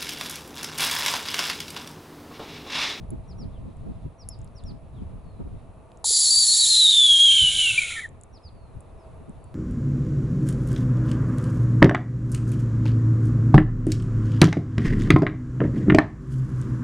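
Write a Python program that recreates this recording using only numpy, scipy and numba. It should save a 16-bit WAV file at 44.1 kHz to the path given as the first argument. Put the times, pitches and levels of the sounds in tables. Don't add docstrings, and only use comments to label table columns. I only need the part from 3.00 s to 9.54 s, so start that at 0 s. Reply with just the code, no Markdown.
import sys
import numpy as np
from scipy import signal
from scipy.fft import rfft, irfft
from scipy.io import wavfile
from scipy.ndimage import uniform_filter1d, minimum_filter1d, map_coordinates
from numba import njit

SR = 44100
rng = np.random.default_rng(int(sys.argv[2]) if len(sys.argv) > 2 else 0)


def output_pcm(signal):
    pcm = np.clip(np.atleast_2d(signal).T, -1, 1) * 32767
    wavfile.write(sys.argv[1], SR, np.round(pcm).astype(np.int16))


N = 288546
TIME_S = np.arange(N) / SR


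def undb(db):
    return 10 ** (np.asarray(db) / 20)


def unit(x):
    return x / np.sqrt(np.mean(x ** 2))


def curves(table):
    times_s, *columns = np.transpose(table)
    return [np.interp(TIME_S, times_s, column) for column in columns]


def colour(x, spectrum):
    hz, db = np.transpose(spectrum)
    bins_hz = np.arange(N // 2 + 1) * SR / N + 1
    return irfft(rfft(x) * undb(np.interp(np.log(bins_hz), np.log(hz), db)), N)


def noise(spectrum):
    return unit(colour(rng.standard_normal(N), spectrum))


def wobble(rate_hz, size=N):
    position = np.arange(size) * rate_hz / SR
    knots = rng.standard_normal(int(position[-1]) + 4)
    return map_coordinates(knots, [position + 1], order=2, mode="nearest")


def add(track, start_s, sound):
    i = int(start_s * SR)
    track[i:i + len(sound)] += sound[:max(N - i, 0)]


def stereo(mid, side):
    return np.array([mid + side, mid - side])


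@njit
def resonance(x, hz, width_hz):
    y, band_state, low_state = np.empty(len(x)), 0., 0.
    for i in range(len(x)):
        g, damping = np.tan(np.pi * hz[i] / SR), width_hz / hz[i]
        band = (band_state + g * (x[i] - low_state)) / (1 + g * (g + damping))
        band_state = 2 * band - band_state
        low_state += 2 * g * band
        y[i] = damping * band
    return y


def ring(hz, width_hz):
    once = resonance(rng.standard_normal(N), hz, float(width_hz))
    return unit(resonance(once, hz, float(width_hz)))


# t/s, relative level/dB
GUSTS = [(0, -38), (.3, -42), (1.07, -39.5), (1.16, -53), (1.42, -37.5), (1.58, -47), (1.69, -35),
         (1.8, -48), (2.04, -39), (2.3, -44.5), (2.55, -38.5), (2.7, -47.5), (3.3, -60.5), (3.46, -50.5),
         (4.25, -57), (4.42, -44), (4.75, -50.5), (6.54, -47.5)]
# t/s, length/s, relative level/dB
PUFFS = [(0.099, 0.073, -32.5), (0.352, 0.17, -37), (0.614, 0.13, -39), (0.814, 0.14, -35),
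         (1.044, 0.035, -35.5), (1.616, 0.2, -40.5), (1.996, 0.052, -35), (2.383, 0.056, -30.5),
         (2.44, 0.049, -37), (6.192, 0.055, -44), (6.27, 0.056, -39)]
# f/Hz, level/dB
WIND_COMMON = [(15, -6.5), (35, -2.5), (80, -0.5), (120, -4.5), (180, -11.5), (280, -22), (500, -38),
               (1200, -57.5), (8000, -90.5)]
WIND_OPPOSED = [(20, -7.5), (60, -1), (120, 0.5), (200, -8), (330, -16.5), (600, -25), (1200, -37.5),
                (8000, -84.5)]
EDDY = [(30, -41), (120, 7.5), (250, 4), (450, -10), (900, -22), (2000, -45), (8000, -72)]


def wind(buffet_db=3.0, common_db=1.07, opposed_db=-5.0, eddy_common_db=-5):
    gust_db, = curves(GUSTS)
    buffet = undb(gust_db + buffet_db * wobble(30))
    puffs = np.zeros(N)
    for start_s, length_s, db in PUFFS:
        add(puffs, start_s, undb(db) * np.hanning(int(length_s * SR)))
    mid = undb(common_db) * buffet * noise(WIND_COMMON) + undb(eddy_common_db) * puffs * noise(EDDY)
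    side = undb(opposed_db) * buffet * noise(WIND_OPPOSED) + puffs * noise(EDDY)
    return stereo(mid, side)


def rustle(gain_db=-70, follow=0.77, flicker_db=2):
    gust_db, = curves(GUSTS)
    spectrum = [(800, -22.0), (1800, 2.5), (2600, -0.5), (3800, 1.5), (5500, -10.5), (10000, -14.5)]
    level = undb(gain_db + follow * (gust_db - gust_db.max()) + flicker_db * wobble(32))
    return level * stereo(noise(spectrum), .5 * noise(spectrum))


# t/s, relative level/dB
WASH_LEVEL = [(0, -55.5), (1.2, -57), (2.2, -56.5), (3.0, -55), (3.2, -60.5), (3.9, -60), (4.45, -56.5),
              (5.5, -57.5), (6.06, -53.5), (6.54, -55.5)]
# f/Hz, level/dB
WASH_SPECTRUM = [(100, -5.5), (300, -2), (450, 1.5), (650, -2.5), (800, -3), (1200, -8), (1550, -18.5),
                 (2150, -22), (2600, -20), (3200, -30), (3900, -28), (5000, -36.5), (8000, -32.5),
                 (10500, -27.5)]


def wash(gain_db=1, side_db=-6, drone_hz=655., drone_start_db=-59.5, follow=2.4, fade_db_s=-0.76):
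    wash_db, = curves(WASH_LEVEL)
    drone_db = drone_start_db + fade_db_s * TIME_S + follow * (wash_db - wash_db[0])
    drone = undb(drone_db) * ring(np.full(N, drone_hz), width_hz=45)
    level = undb(wash_db + gain_db + 0.37 * wobble(5.4))
    return level * stereo(noise(WASH_SPECTRUM), undb(side_db) * noise(WASH_SPECTRUM)) + drone


# t/s, level/dB, f/Hz
TICKS = [(0.1046, -29, 10400), (.769, -53, 8500), (1.288, -18, 10500), (1.3896, -45, 8300),
         (1.416, -45, 7000), (1.445, -41, 9900), (1.476, -49, 5000), (1.5843, -52, 8340),
         (1.638, -42, 8250), (2.918, -45, 3320), (2.9729, -44, 7100), (5.0904, -41, 8200),
         (5.212, -38.5, 8730), (5.2355, -32.5, 8100), (5.806, -38.5, 9490), (6.2942, -45.5, 9000),
         (6.4418, -42.5, 8800)]


def ticks(snap_s=0.0004, tail_db=-16, tail_s=0.0037, body_db=-27, body_hz=4300):
    out, t = np.zeros(N), np.arange(SR // 50) / SR
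    scatter = noise([(2000, -32), (3500, -9), (5500, -18), (7400, 22), (8500, -6), (10200, 11)])
    pulse = np.exp(-(2 * t / snap_s - 2) ** 2)
    body = undb(body_db) * np.sin(2 * np.pi * body_hz * t)
    for start_s, db, hz in TICKS:
        snap = pulse * (np.sin(2 * np.pi * hz * t) + body)
        tail = undb(tail_db) * np.exp(-t / tail_s) * scatter[int(start_s * SR):][:len(t)]
        add(out, start_s, undb(db) * (snap + tail))
    return out


def chirp(length_s, first_hz, last_hz, octave_db=-28, branch_db=-12, plunge_hz=1000, bend=1.6):
    u = np.linspace(0, 1, int(length_s * SR))
    hz = first_hz + (last_hz - first_hz) * u ** bend + 40 * wobble(287, len(u))
    phase = 2 * np.pi * np.cumsum(hz) / SR
    tone = np.sin(phase) + undb(octave_db) * np.sin(2 * phase)
    arch = np.sin(np.pi * u)
    swell = arch ** 2 * undb(0.62 * wobble(153, len(u))) + 0.23 * arch
    split = np.clip((u - .55) / 0.42, 0, 1)
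    branch = np.sin(np.pi * split) * np.sin(2 * np.pi * np.cumsum(hz - plunge_hz * split) / SR)
    return np.sqrt(2) * (swell * tone + undb(branch_db) * branch)


# t/s, main level/dB, main first f/Hz, main last f/Hz, lead last f/Hz
CHIRPS = [(.272, -55.5, 5870, 3700, 3400), (1.178, -52, 5580, 4260, 3960), (1.544, -54, 5760, 3550, 3160),
          (5.322, -55, 5210, 3900, 3250)]


def songbird(lead_s=0.074, lead_first_hz=5930, lead_db=-4, main_delay_s=0.1, main_s=0.084):
    out = np.zeros(N)
    for start_s, db, first_hz, last_hz, lead_last_hz in CHIRPS:
        add(out, start_s, undb(db + lead_db) * chirp(lead_s, lead_first_hz, lead_last_hz))
        add(out, start_s + main_delay_s, undb(db) * chirp(main_s, first_hz, last_hz))
    return out


# t/s, length/s, first f/Hz, last f/Hz, relative level/dB
SLURS = [(.515, 0.077, 4000, 2900, -68.5), (1.93, .09, 4220, 2880, -69), (2.195, 0.28, 4770, 3750, -75),
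         (5.447, .32, 4980, 4040, -74.5), (5.97, .1, 5860, 4400, -75), (6.38, .16, 4670, 4470, -79)]


def far_birds(waver_hz=50, direct_db=-2):
    out = np.zeros(N)
    for start_s, length_s, first_hz, last_hz, db in SLURS:
        u = np.linspace(0, 1, int(length_s * SR))
        hz = last_hz + (first_hz - last_hz) * (1 - u) ** 1.4 + waver_hz * wobble(297, len(u))
        swell = np.sqrt(2) * undb(db) * np.sin(np.pi * u)
        add(out, start_s, swell * np.sin(2 * np.pi * np.cumsum(hz) / SR))
    return undb(direct_db) * out + foliage(out, echo_db=-3.5, decay_s=0.026)


# t/s, relative level/dB, f/Hz, decay/s
KNOCKS = [(1.637, -42.5, 3540, 0.0017), (3.0425, -18.5, 890, 0.0025), (3.06, -32, 590, 0.0018),
          (3.1078, -26.5, 440, 0.0027)]


def knocks(attack_s=.001):
    out, t = np.zeros(N), np.arange(SR // 20) / SR
    for start_s, db, hz, decay_s in KNOCKS:
        envelope = (1 - np.exp(-t / attack_s)) * np.exp(-t / decay_s)
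        add(out, start_s, undb(db) * envelope * np.sin(2 * np.pi * hz * t))
    return out


# f/Hz, level/dB
BEAK_OPEN = [(500, -45.5), (900, -29), (1400, -44), (2650, -37), (3800, -9), (4700, -3.5), (4920, -21),
             (5300, -8), (5950, -14.5), (6700, -5), (7400, 0.5), (8350, -11.5), (9100, -9), (9900, -1.5),
             (11000, -9.5)]
BEAK_NARROW = [(1100, -28.5), (1950, -34), (2550, -22.5), (3100, 9), (4000, 6.5), (4400, -9), (4680, -5.5),
               (4900, -17), (5300, -9), (5950, -6), (6450, -1), (7450, 3.5), (8150, -9), (9200, 4),
               (11000, -6.5)]


def beak_hiss(gain_db=2.41, narrow_db=2, close_at_s=3.98, close_tau_s=0.049, rest_opening=0.12):
    closing = (1 + np.tanh((TIME_S - close_at_s) / (2 * close_tau_s))) / 2
    closure = (1 - rest_opening) * closing
    wide = np.sqrt(1 - closure) * noise(BEAK_OPEN)
    narrow = np.sqrt(closure) * undb(narrow_db) * noise(BEAK_NARROW)
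    return undb(gain_db) * (wide + narrow)


def rasp(voice_hz, sunk_oct, gain_db=0.5, growth_db_oct=3, wander_hz=110):
    band = ring(voice_hz + wander_hz * wobble(45), width_hz=440)
    return undb(gain_db + growth_db_oct * sunk_oct) * band


# f/Hz, width/Hz, relative level/dB, fall/(oct/oct), growth/(dB/oct)
THROAT = [(1900, 125, -38.5, 0.48, 30), (2430, 160, -44, .16, 56)]


def throat(sunk_oct, cap_db=-7.5):
    out = np.zeros(N)
    for hz, width_hz, db, fall, growth_db_oct in THROAT:
        level = undb(np.minimum(db + growth_db_oct * sunk_oct, cap_db))
        out += level * ring(hz * 2 ** (-fall * sunk_oct), width_hz)
    return out


# t/s, relative level/dB
BLAST = [(3.05, -27), (3.06, -22), (3.19, -17), (3.69, -18.5), (4.04, -29), (4.38, -28), (4.52, -31),
         (4.6, -28.5), (4.93, -39.5), (5.09, -54)]
# t/s, f/Hz
VOICE = [(3.05, 4460), (3.3, 4380), (3.7, 3970), (4.1, 3520), (4.4, 3060), (4.62, 3000), (4.87, 2400),
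         (5.09, 1850)]


def hawk(start_s=3.041, end_s=5.1, attack_s=0.0036, release_s=0.1, build_s=0.79,
         rasp_onset_db=-21, throat_onset_db=-5, grain_db=0.65, surge_db=0.56):
    blast_db, = curves(BLAST)
    voice_hz, = curves(VOICE)
    sunk_oct = np.log2(voice_hz[0] / voice_hz)
    weakness = np.clip(1 - (TIME_S - start_s) / build_s, 0, 1)
    breath = beak_hiss()
    breath += undb(rasp_onset_db * weakness) * rasp(voice_hz, sunk_oct)
    breath += undb(throat_onset_db * weakness) * throat(sunk_oct)
    chop = undb(grain_db * wobble(380) + surge_db * wobble(60))
    gate = np.clip(np.minimum((TIME_S - start_s) / attack_s, (end_s - TIME_S) / release_s), 0, 1)
    return gate * chop * undb(blast_db) * breath + whistle()


def syrinx(hz, db, roughness, flutter_rate_hz=420, flutter_hz=170, waver_hz=70,
           shimmer_db=6, edge_s=0.0065, octave_db=-12):
    n = len(hz)
    t = np.arange(n) / SR
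    jitter_hz = flutter_hz * wobble(flutter_rate_hz, n) + waver_hz * wobble(70, n)
    phase = 2 * np.pi * np.cumsum(hz + roughness * jitter_hz) / SR
    fade = np.sin(np.pi / 2 * np.minimum(np.minimum(t, t[-1] - t) / edge_s, 1))
    shimmer = unit(undb(shimmer_db * roughness * wobble(flutter_rate_hz, n)))
    force = np.sqrt(2) * undb(db) * fade * shimmer
    return force * np.sin(phase), force ** 2 * undb(octave_db) * np.sin(2 * phase)


# t/s, length/s, first f/Hz, last f/Hz, level/dB, roughness/0-1
SQUEAKS = [(3.073, 0.023, 4720, 4650, -29.5, 0.48), (3.128, 0.059, 4800, 4630, -25, 0.35),
           (3.2, .05, 4740, 4540, -22.5, .23), (3.251, .056, 4340, 4240, -21, .65),
           (3.302, 0.049, 4700, 4540, -15.5, .15), (3.356, 0.039, 4590, 4670, -13.5, .04),
           (3.395, .051, 4660, 4530, -17, .14), (3.477, 0.055, 4270, 4390, -19.5, 0.07),
           (3.518, 0.045, 4480, 4590, -25, .16), (3.578, 0.049, 4440, 4600, -18, 0.36),
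           (3.609, 0.037, 3857, 3920, -17.5, 0.23), (4.776, .021, 2370, 2360, -15, 0),
           (4.794, 0.067, 2323, 2173, -30.5, 0.2), (4.962, 0.038, 1863, 1755, -33.5, .1),
           (4.99, .05, 2360, 1985, -39, 0.35), (5.034, .031, 1953, 1730, -33.5, 0.3)]
# t/s, f/Hz, relative level/dB
WHISTLE = [(3.7, 4204, -19.5), (3.77, 4087, -20), (3.792, 4049, -15), (3.862, 3757, -14),
           (3.964, 3604, -20.5), (3.974, 3557, -15), (4.056, 3444, -15), (4.078, 3310, -20),
           (4.11, 3320, -13), (4.178, 3238, -18), (4.184, 3200, -22), (4.208, 3270, -12.5),
           (4.262, 3280, -15), (4.29, 3180, -14), (4.342, 3193, -17), (4.488, 2955, -19.5),
           (4.51, 2980, -38), (4.576, 3065, -30), (4.596, 3032, -21.5), (4.716, 2670, -24),
           (4.722, 2650, -45.5), (4.77, 2590, -25.5)]
# t/s, roughness/0-1
HOARSE = [(3.86, 0.2), (3.89, .58), (3.95, .58), (3.98, 0.18), (4.1, .22), (4.2, 0.14), (4.31, 0.2),
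          (4.33, 0.28)]


def whistle(held_gain_db=1.93):
    notes = []
    for start_s, length_s, first_hz, last_hz, db, roughness in SQUEAKS:
        glide_hz = np.linspace(first_hz, last_hz, int(length_s * SR))
        notes.append((start_s, syrinx(glide_hz, db, roughness)))
    hz, db = curves(WHISTLE)
    roughness, = curves(HOARSE)
    held = (TIME_S >= WHISTLE[0][0]) & (TIME_S < WHISTLE[-1][0])
    notes.append((WHISTLE[0][0], syrinx(hz[held], db[held] + held_gain_db, roughness[held])))
    tones, octaves = np.zeros(N), np.zeros(N)
    for start_s, (tone, octave) in notes:
        add(tones, start_s, tone)
        add(octaves, start_s, octave)
    return tones + colour(octaves, BEAK_NARROW)


def foliage(x, echo_db, decay_s):
    t = np.arange(SR // 2) / SR
    echoes = rng.standard_normal((2, len(t))) * np.exp(-t / decay_s)
    echoes /= np.sqrt(np.sum(echoes ** 2, axis=1, keepdims=True))
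    return undb(echo_db) * signal.fftconvolve(x[None], echoes, axes=1)[:, :N]


# f/Hz, level/dB
PORT_SIDE = [(500, -20), (2000, -21.5), (3300, -23), (4300, -15), (6400, -24), (11000, -13.5)]


def ports(x, scatter_samples=160):
    scatter = unit(rng.standard_normal(scatter_samples)) / np.sqrt(scatter_samples)
    return stereo(x, colour(signal.fftconvolve(x, scatter)[:N], PORT_SIDE))


def scene():
    scream, chirps = hawk(), songbird()
    echoes = foliage(scream, echo_db=-29, decay_s=0.093) + foliage(chirps, echo_db=-11, decay_s=0.039)
    ahead = ports(scream + chirps + ticks() + knocks())
    return ahead + echoes + far_birds() + wind() + rustle() + wash()


def record(dry, ceiling=0.52, window_samples=220, cutoff_hz=11030):
    gain = np.minimum(1, ceiling / (np.abs(dry).max(axis=0) + 1e-9))
    smooth_gain = uniform_filter1d(minimum_filter1d(gain, window_samples), window_samples)
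    lowpass = signal.ellip(12, .2, 70, cutoff_hz, fs=SR, output="sos")
    return signal.sosfilt(lowpass, dry * smooth_gain)


dry = scene()
out = record(dry)
output_pcm(out)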